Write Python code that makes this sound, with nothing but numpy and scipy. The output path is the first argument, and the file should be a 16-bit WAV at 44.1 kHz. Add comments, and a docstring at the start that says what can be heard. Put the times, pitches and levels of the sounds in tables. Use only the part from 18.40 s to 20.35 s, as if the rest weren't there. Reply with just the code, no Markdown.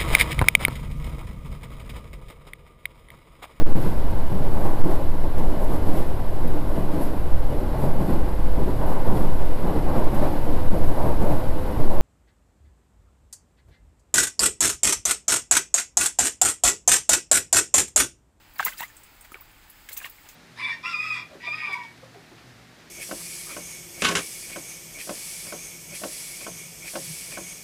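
"""Frogs lunge about in the shallow water of a tank, close by.
Each kick traps air pockets that ring as plops and gurgles, churns up small bubbles and throws a bright spray;
droplets tick, wet bodies pat the surface, and the tank walls answer briefly over a faint steady hiss."""
import sys
import numpy as np
from scipy import signal
from scipy.fft import rfft, irfft
from scipy.io import wavfile

SR = 44100
rng = np.random.default_rng(int(sys.argv[2]) if len(sys.argv) > 2 else 0)


def store_pcm(level_fs):
    """Save levels as 16-bit WAV."""
    pcm = np.round(np.clip(level_fs, -1, 1) * 32767).astype(np.int16)
    wavfile.write(sys.argv[1], SR, np.atleast_2d(pcm).T)


N = 85995

# air pockets pinched off at once: (s, pitch Hz, peak dB, decay s)
PLOPS = [(0.1894, 5300, -36, .003), (0.1958, 1660, -9.5, 0.0011), (0.1985, 1170, -13.5, 0.0027), (0.202, 3330, -30.5, 0.0024), (0.202, 1560, -18, 0.0028), (0.205, 7000, -41, 0.0056),
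         (.2045, 803, -17.5, 0.0031), (0.2274, 1560, -21, 0.0037), (0.24, 2830, -34, .003), (.2612, 2160, -26, 0.0026), (0.2674, 1236, -27.5, 0.0039),
         (.2725, 2017, -24, 0.0045), (0.2698, 2690, -31.5, 0.0043), (.2812, 2026, -21.5, 0.0036), (.3240, 2010, -34, 0.0038),
         (.3745, 4720, -42, .004), (.3795, 5020, -40.5, .005), (0.392, 1870, -34.5, 0.0052), (0.3975, 3850, -32, 0.0013), (0.397, 7000, -34, 0.0027), (0.399, 1790, -31, 0.0032), (0.4058, 834, -24.5, 0.0022),
         (0.4051, 1954, -28.5, 0.0039), (0.4063, 3660, -30, 0.0011), (0.419, 2780, -35, 0.0054), (.4275, 680, -36.5, 0.0038), (0.5, 1760, -46.5, 0.0084),
         (.9185, 1264, -35.5, 0.0029), (0.9438, 2300, -28, 0.0021), (0.943, 1270, -39, .002), (0.955, 1460, -37.5, 0.0033),
         (1.001, 2250, -44.5, 0.004), (1.4872, 1670, -41, 0.0071), (1.4905, 2186, -35, 0.0031), (1.526, 4150, -40.5, 0.0053), (1.574, 5950, -37, .007),
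         (1.602, 2420, -34.5, 0.0037), (1.6016, 1770, -41, 0.0038), (1.6150, 1620, -44, .006), (1.6445, 1857, -29, 0.0051), (1.6424, 2800, -32.5, 0.0061), (1.6465, 2130, -29, 0.0032),
         (1.6563, 1091, -35, 0.005), (1.6611, 1820, -30, 0.0031), (1.784, 2130, -44, .004)]
# air pockets that swell and glide in pitch as they move: (s of the peak, pitch Hz, peak dB, swell s, decay s, climb octaves per s)
GURGLES = [(.164, 4600, -50, .003, 0.0078, -21), (.233, 4460, -40, .003, .008, -14), (0.265, 994, -29.5, 0.0056, 0.01, 8), (.284, 1548, -29.5, 0.0072, 0.0052, 19.5), (.326, 1520, -41.5, .006, .006, -2),
           (0.335, 3100, -43, 0.011, 0.0061, 32), (.345, 1304, -45.5, 0.0046, 0.0074, 23), (.419, 924, -29.5, 0.0048, 0.0098, 20.5),
           (.437, 1930, -27.5, 0.0028, 0.0076, 10.5), (0.97, 1262, -51, 0.0036, 0.013, -17), (1.022, 1175, -51.5, 0.015, 0.009, 32),
           (1.518, 2140, -46, 0.0098, 0.0047, 10.5), (1.636, 2720, -41, 0.0036, 0.0061, 10), (1.672, 2800, -43, 0.0023, 0.0052, -12)]
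PINCH_S, PLOP_CLIMB_OCT_PER_S, BUBBLE_LOW_HZ = 0.00035, 2.3, 626
# sheets of spray: (s of the peak, level dB, swell s, decay s, tilt dB per octave)
SPRAYS = [(0.184, -33.5, .001, 0.003, 7), (0.19, -37.5, 0.00086, 0.009, -8), (0.206, -35, 0.007, 0.0091, -6.5), (0.228, -39, 0.0086, 0.018, -7.5),
          (0.2502, -16.5, 0.00096, 0.0069, 5.5), (.263, -32.5, 0.01, 0.035, -3.5), (.335, -50, 0.0057, 0.015, -8),
          (.386, -37.5, 0.0087, 0.015, -3.5), (0.4, -39, 0.001, 0.016, -7), (0.408, -33.5, .001, 0.0056, 0.5), (0.43, -40.5, 0.0086, 0.021, -4.5),
          (0.849, -47.5, 0.0046, 0.0074, -4), (0.92, -44, 0.0011, 0.0086, 1.5), (0.943, -40, 0.00046, 0.002, -12),
          (1.489, -38, 0.00079, 0.012, -4.5), (1.518, -39, 0.001, 0.0088, -3), (1.529, -32.5, .0004, 0.011, 0.5), (1.567, -37, 0.0011, 0.0066, -3.5),
          (1.575, -31.5, 0.0033, 0.013, -0.5), (1.628, -45, 0.015, 0.026, -4.5), (1.656, -40, 0.0053, 0.013, -6.5), (1.865, -52.5, 0.02, 0.01, -13.5), (1.889, -48, 0.00087, 0.025, -7)]
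SPRAY_COLOUR = [(150, -28), (1000, -24.5), (2500, -5.5), (4500, -8), (6000, -8), (7300, -2), (8500, -2.5), (9300, -8.5), (11500, -0.5), (12800, -2), (15000, 5), (16000, 13)]  # (Hz, dB per Hz)
SPRAY_GRAINS_PER_S, GRAIN_SPREAD_DB = 12000, 2
# churned water full of small bubbles: (s of the peak, level dB, swell s, decay s, commonest pitch Hz)
CHURNS = [(0.164, -52, 0.0067, 0.02, 2230), (0.203, -34.5, 0.0036, 0.018, 1790), (0.268, -32.5, 0.0063, 0.021, 1920), (0.409, -39.5, 0.0038, 0.017, 2180), (0.43, -38, 0.0024, 0.012, 2180),
          (.851, -46.5, 0.0037, 0.0081, 1900), (0.955, -47.5, 0.0075, 0.014, 2020), (1.496, -51.5, .003, 0.046, 2180), (1.574, -47.5, 0.0097, 0.018, 1900), (1.617, -41.5, 0.0044, 0.011, 1710),
          (1.646, -38, .001, 0.0087, 3050), (1.658, -45, 0.0031, 0.018, 2320)]
CHURN_BUBBLES_PER_S, CHURN_CYCLES = 3500, 18.4
# droplets landing: (s, peak dB, pitch Hz, decay s)
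DROPS = [(0.1375, -38, 14500, .0003), (.158, -36, 13000, 0.00017), (0.481, -42, 7050, 0.0011), (0.5677, -33.5, 8150, 0.00057), (0.6353, -36.5, 8360, 0.00047), (0.8106, -35, 8500, 0.00056), (0.929, -39.5, 10800, .0004),
         (1.0092, -35.5, 14700, 0.0017), (1.299, -37, 14400, .0005), (1.3, -35.5, 11200, 0.00035), (1.5294, -30, 8450, 0.00072), (1.698, -30, 14700, 0.0006), (1.698, -35, 12200, 0.00065),
         (1.8888, -32.5, 6830, 0.00044)]
DROP_WET_DB = 2
SPATTER_DB, SPATTER_S = -14.5, 0.0027  # fine spatter thrown up by each drop
STRAY_DROPS_PER_S, STRAY_DB = 79, -53.5
# bodies patting the surface: (s, level dB, pitch Hz)
PATS = [(.1965, -41.5, 570), (0.204, -42, 160), (0.2659, -38.5, 453), (0.275, -42.5, 191), (0.409, -44.5, 203), (0.431, -45.5, 200), (0.92, -42, 274), (0.944, -39.5, 383), (0.955, -44.5, 450), (1.510, -47, 550)]
PAT_ROUGH, PAT_DECAY_S = 0.55, 0.0035
HISS = [(15, -13.5), (27, 2.5), (62, -3), (110, -7.5), (220, -15), (300, -9), (380, -18), (700, -16), (860, -10.5), (1050, -15.5), (2200, -13.5), (4100, -20.5), (5100, -19), (5600, -28.5), (7900, -21), (9300, -30.5), (13000, -26), (15200, -17), (16000, -20)]  # (Hz, dB per Hz)
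HISS_DB = -54.5
HISS_TREBLE = [(0, -2), (.5, 2.5), (.8, 1), (1.2, -0.5), (1.45, 4.5), (1.95, 3.5)]
TANK_T60_S, TANK_FIRST_ECHO_S, SPRAY_WET_DB = 0.095, 0.0014, -10
BUBBLE_WET_DB = -19  # fixed
CUTOFF_HZ = 15700  # fixed
TIME = np.arange(N) / SR
PLINKS_PER_S, PLINK_DB = 220, -66.5  # stray bubbles in the stirred water
WAVER_HZ, WAVER_OCT, WAVER_DB = 160, 0.02, 2  # a rising air pocket wobbles in pitch and level
CHURN_LOW_HZ, CHURN_HIGH_HZ, CHURN_FALL_DB_PER_OCT = 615.5, 3913, 9.5  # range of the bubbles; they weaken away from the commonest pitch
FIZZ_PER_S, FIZZ_CYCLES = 1200, 24  # fixed
FIZZ_DB = -3  # tiny ringing bubbles in the spray, against its sizzle


def from_db(db):
    """Decibels to gain."""
    return 10 ** (np.asarray(db) / 20)


def rms_one(x):
    """Scale to rms 1."""
    return x / np.sqrt(np.mean(x ** 2) + 1e-20)


def at_hz(points, hz):
    """Read a spectrum on a log-frequency axis."""
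    f, db = np.transpose(points)
    return np.interp(np.log(hz), np.log(f), db)


def coloured(x, points, tilt_db=0):
    """Give x a spectrum, tilted per octave above 1 kHz; rms 1."""
    hz = np.maximum(np.arange(N // 2 + 1) * SR / N, 1)
    octaves = np.log2(np.maximum(hz / 1000, 1))  # fixed
    return rms_one(irfft(rfft(x) * from_db(at_hz(points, hz) + tilt_db * octaves) * (hz < CUTOFF_HZ), N))


def swell(peak_s, swell_s, decay_s):
    """Exponential rise to a peak and exponential fall."""
    t = TIME - peak_s
    return np.exp(np.maximum(np.where(t < 0, t / swell_s, -t / decay_s), -50))  # fixed


def grains(per_s):
    """Random clicks of uneven size and sign."""
    sizes = from_db(GRAIN_SPREAD_DB * np.minimum(rng.exponential(1, N), 4)) * rng.choice([-1, 1], N)
    return sizes * (rng.random(N) < per_s / SR)


def chirp(s, hz, climb):
    """A sine that passes hz at time s, climbing in octaves per second."""
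    t = TIME - s
    phase = np.cumsum(hz * 2 ** (climb * np.clip(t, -.02, .02))) / SR  # fixed
    return np.sin(2 * np.pi * (phase - np.interp(s, TIME, phase)))


def ring(clicks, hz, decay_s):
    """A unit click sets a sine of height 1 ringing."""
    r, w = np.exp(-1 / (decay_s * SR)), 2 * np.pi * hz / SR
    return signal.lfilter([0, np.sin(w)], [1, -2 * r * np.cos(w), r * r], clicks + 1e-18)


def tank(x, wet_db):
    """Add the dense, quickly dying echoes of the tank walls."""
    t = TIME[:N // 4]
    echoes = rng.standard_normal(len(t)) * np.exp(-np.log(1000) * t / TANK_T60_S) * (t > TANK_FIRST_ECHO_S)
    return x + from_db(wet_db) * signal.fftconvolve(x, echoes / np.linalg.norm(echoes))[:N]


def air_pockets():
    """Large bubbles: plops start at once, gurgles swell, glide and wobble."""
    out = np.zeros(N)
    for s, hz, db, decay_s in PLOPS:
        out += from_db(db) * swell(s + PINCH_S, PINCH_S / 2, decay_s) * chirp(s, hz, PLOP_CLIMB_OCT_PER_S)
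    for s, hz, db, swell_s, decay_s, climb in GURGLES:
        out += from_db(db + WAVER_DB * wobble()) * swell(s, swell_s, decay_s) * chirp(s, hz * 2 ** (WAVER_OCT * wobble()), climb)
    return signal.sosfilt(signal.butter(3, BUBBLE_LOW_HZ, "high", fs=SR, output="sos"), out)


def churn():
    """Dense swarms of bubbles follow each kick, each around a pitch of its own; faint ones keep plinking once the water is stirred."""
    bubbles = swarm(CHURN_BUBBLES_PER_S, CHURN_LOW_HZ, CHURN_HIGH_HZ, CHURN_CYCLES)
    out = from_db(PLINK_DB) * swarm(PLINKS_PER_S, 1207, 3150, cycles=91) * (TIME > CHURNS[0][0])
    for s, db, swell_s, decay_s, hz in CHURNS:
        colour = [(hz * 2.0 ** octave, -CHURN_FALL_DB_PER_OCT * abs(octave)) for octave in (-2, 0, 2)]
        out += from_db(db) * swell(s, swell_s, decay_s) * coloured(np.roll(bubbles, rng.integers(N)), colour)
    return out


def spray():
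    """Bright sizzle of countless tiny drops and ringing bubbles as the surface tears."""
    fizz = rms_one(np.diff(swarm(FIZZ_PER_S, 3462, 15320, FIZZ_CYCLES), prepend=0))
    sizzle = rms_one(grains(SPRAY_GRAINS_PER_S)) + from_db(FIZZ_DB) * fizz
    return sum(from_db(db) * swell(s, up, down) * coloured(np.roll(sizzle, rng.integers(N)), SPRAY_COLOUR, tilt) for s, db, up, down, tilt in SPRAYS)


def droplets(count=12):
    """Single drops tick with a short high ring and a fine spatter; fainter ones fall at random."""
    out = sum(from_db(db) * ring(np.arange(N) == int(s * SR), hz, decay_s) for s, db, hz, decay_s in DROPS)
    spatter = sum(from_db(db + SPATTER_DB) * swell(s, PINCH_S, SPATTER_S) for s, db, *_ in DROPS)
    out += spatter * coloured(grains(SPRAY_GRAINS_PER_S), SPRAY_COLOUR, tilt_db=10)
    clicks, dealt = grains(STRAY_DROPS_PER_S), rng.integers(0, count, N)
    for k, hz in enumerate(np.geomspace(6500, 15000, count)):
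        out += from_db(STRAY_DB) * ring(clicks * (dealt == k), hz, decay_s=0.00029)
    return out


def pats():
    """Dull short pushes of a body on the water: a few cycles of a low, rough tone."""
    rough = coloured(rng.standard_normal(N), [(100, -12.5), (400, -18.5), (2000, -50)])
    return (1 + PAT_ROUGH * rough) * sum(from_db(db) * swell(s + PINCH_S, 2 * PINCH_S, PAT_DECAY_S) * chirp(s, hz, 0) for s, db, hz in PATS)


def background():
    """Steady hiss over a faint rumble."""
    noise = coloured(rng.standard_normal(N), HISS)
    treble = signal.sosfiltfilt(signal.butter(2, 5000, "high", fs=SR, output="sos"), noise)  # fixed
    return from_db(HISS_DB) * (noise + treble * (from_db(np.interp(TIME, *np.transpose(HISS_TREBLE))) - 1))


def swarm(per_s, low_hz, high_hz, cycles, count=28):
    """Small bubbles born at random, spread evenly in pitch, each ringing for some cycles; rms 1."""
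    clicks, dealt = grains(per_s), rng.integers(0, count, N)
    return rms_one(sum(ring(clicks * (dealt == k), hz, cycles / (np.pi * hz)) for k, hz in enumerate(np.geomspace(low_hz, high_hz, count))))


def wobble():
    """A smooth random wobble; spread 1."""
    return rms_one(signal.sosfilt(signal.butter(2, WAVER_HZ, fs=SR, output="sos"), rng.standard_normal(N)))


def scene():
    """All the water sounds in the tank, over the background."""
    water = tank(air_pockets() + churn() + pats(), BUBBLE_WET_DB) + tank(spray(), SPRAY_WET_DB) + tank(droplets(), DROP_WET_DB)
    return (water + background())[None]


def record(dry):
    """The top is cut steeply."""
    return signal.sosfilt(signal.ellip(10, .1, 70, CUTOFF_HZ, fs=SR, output="sos"), dry)


dry = scene()
out = record(dry)
store_pcm(out)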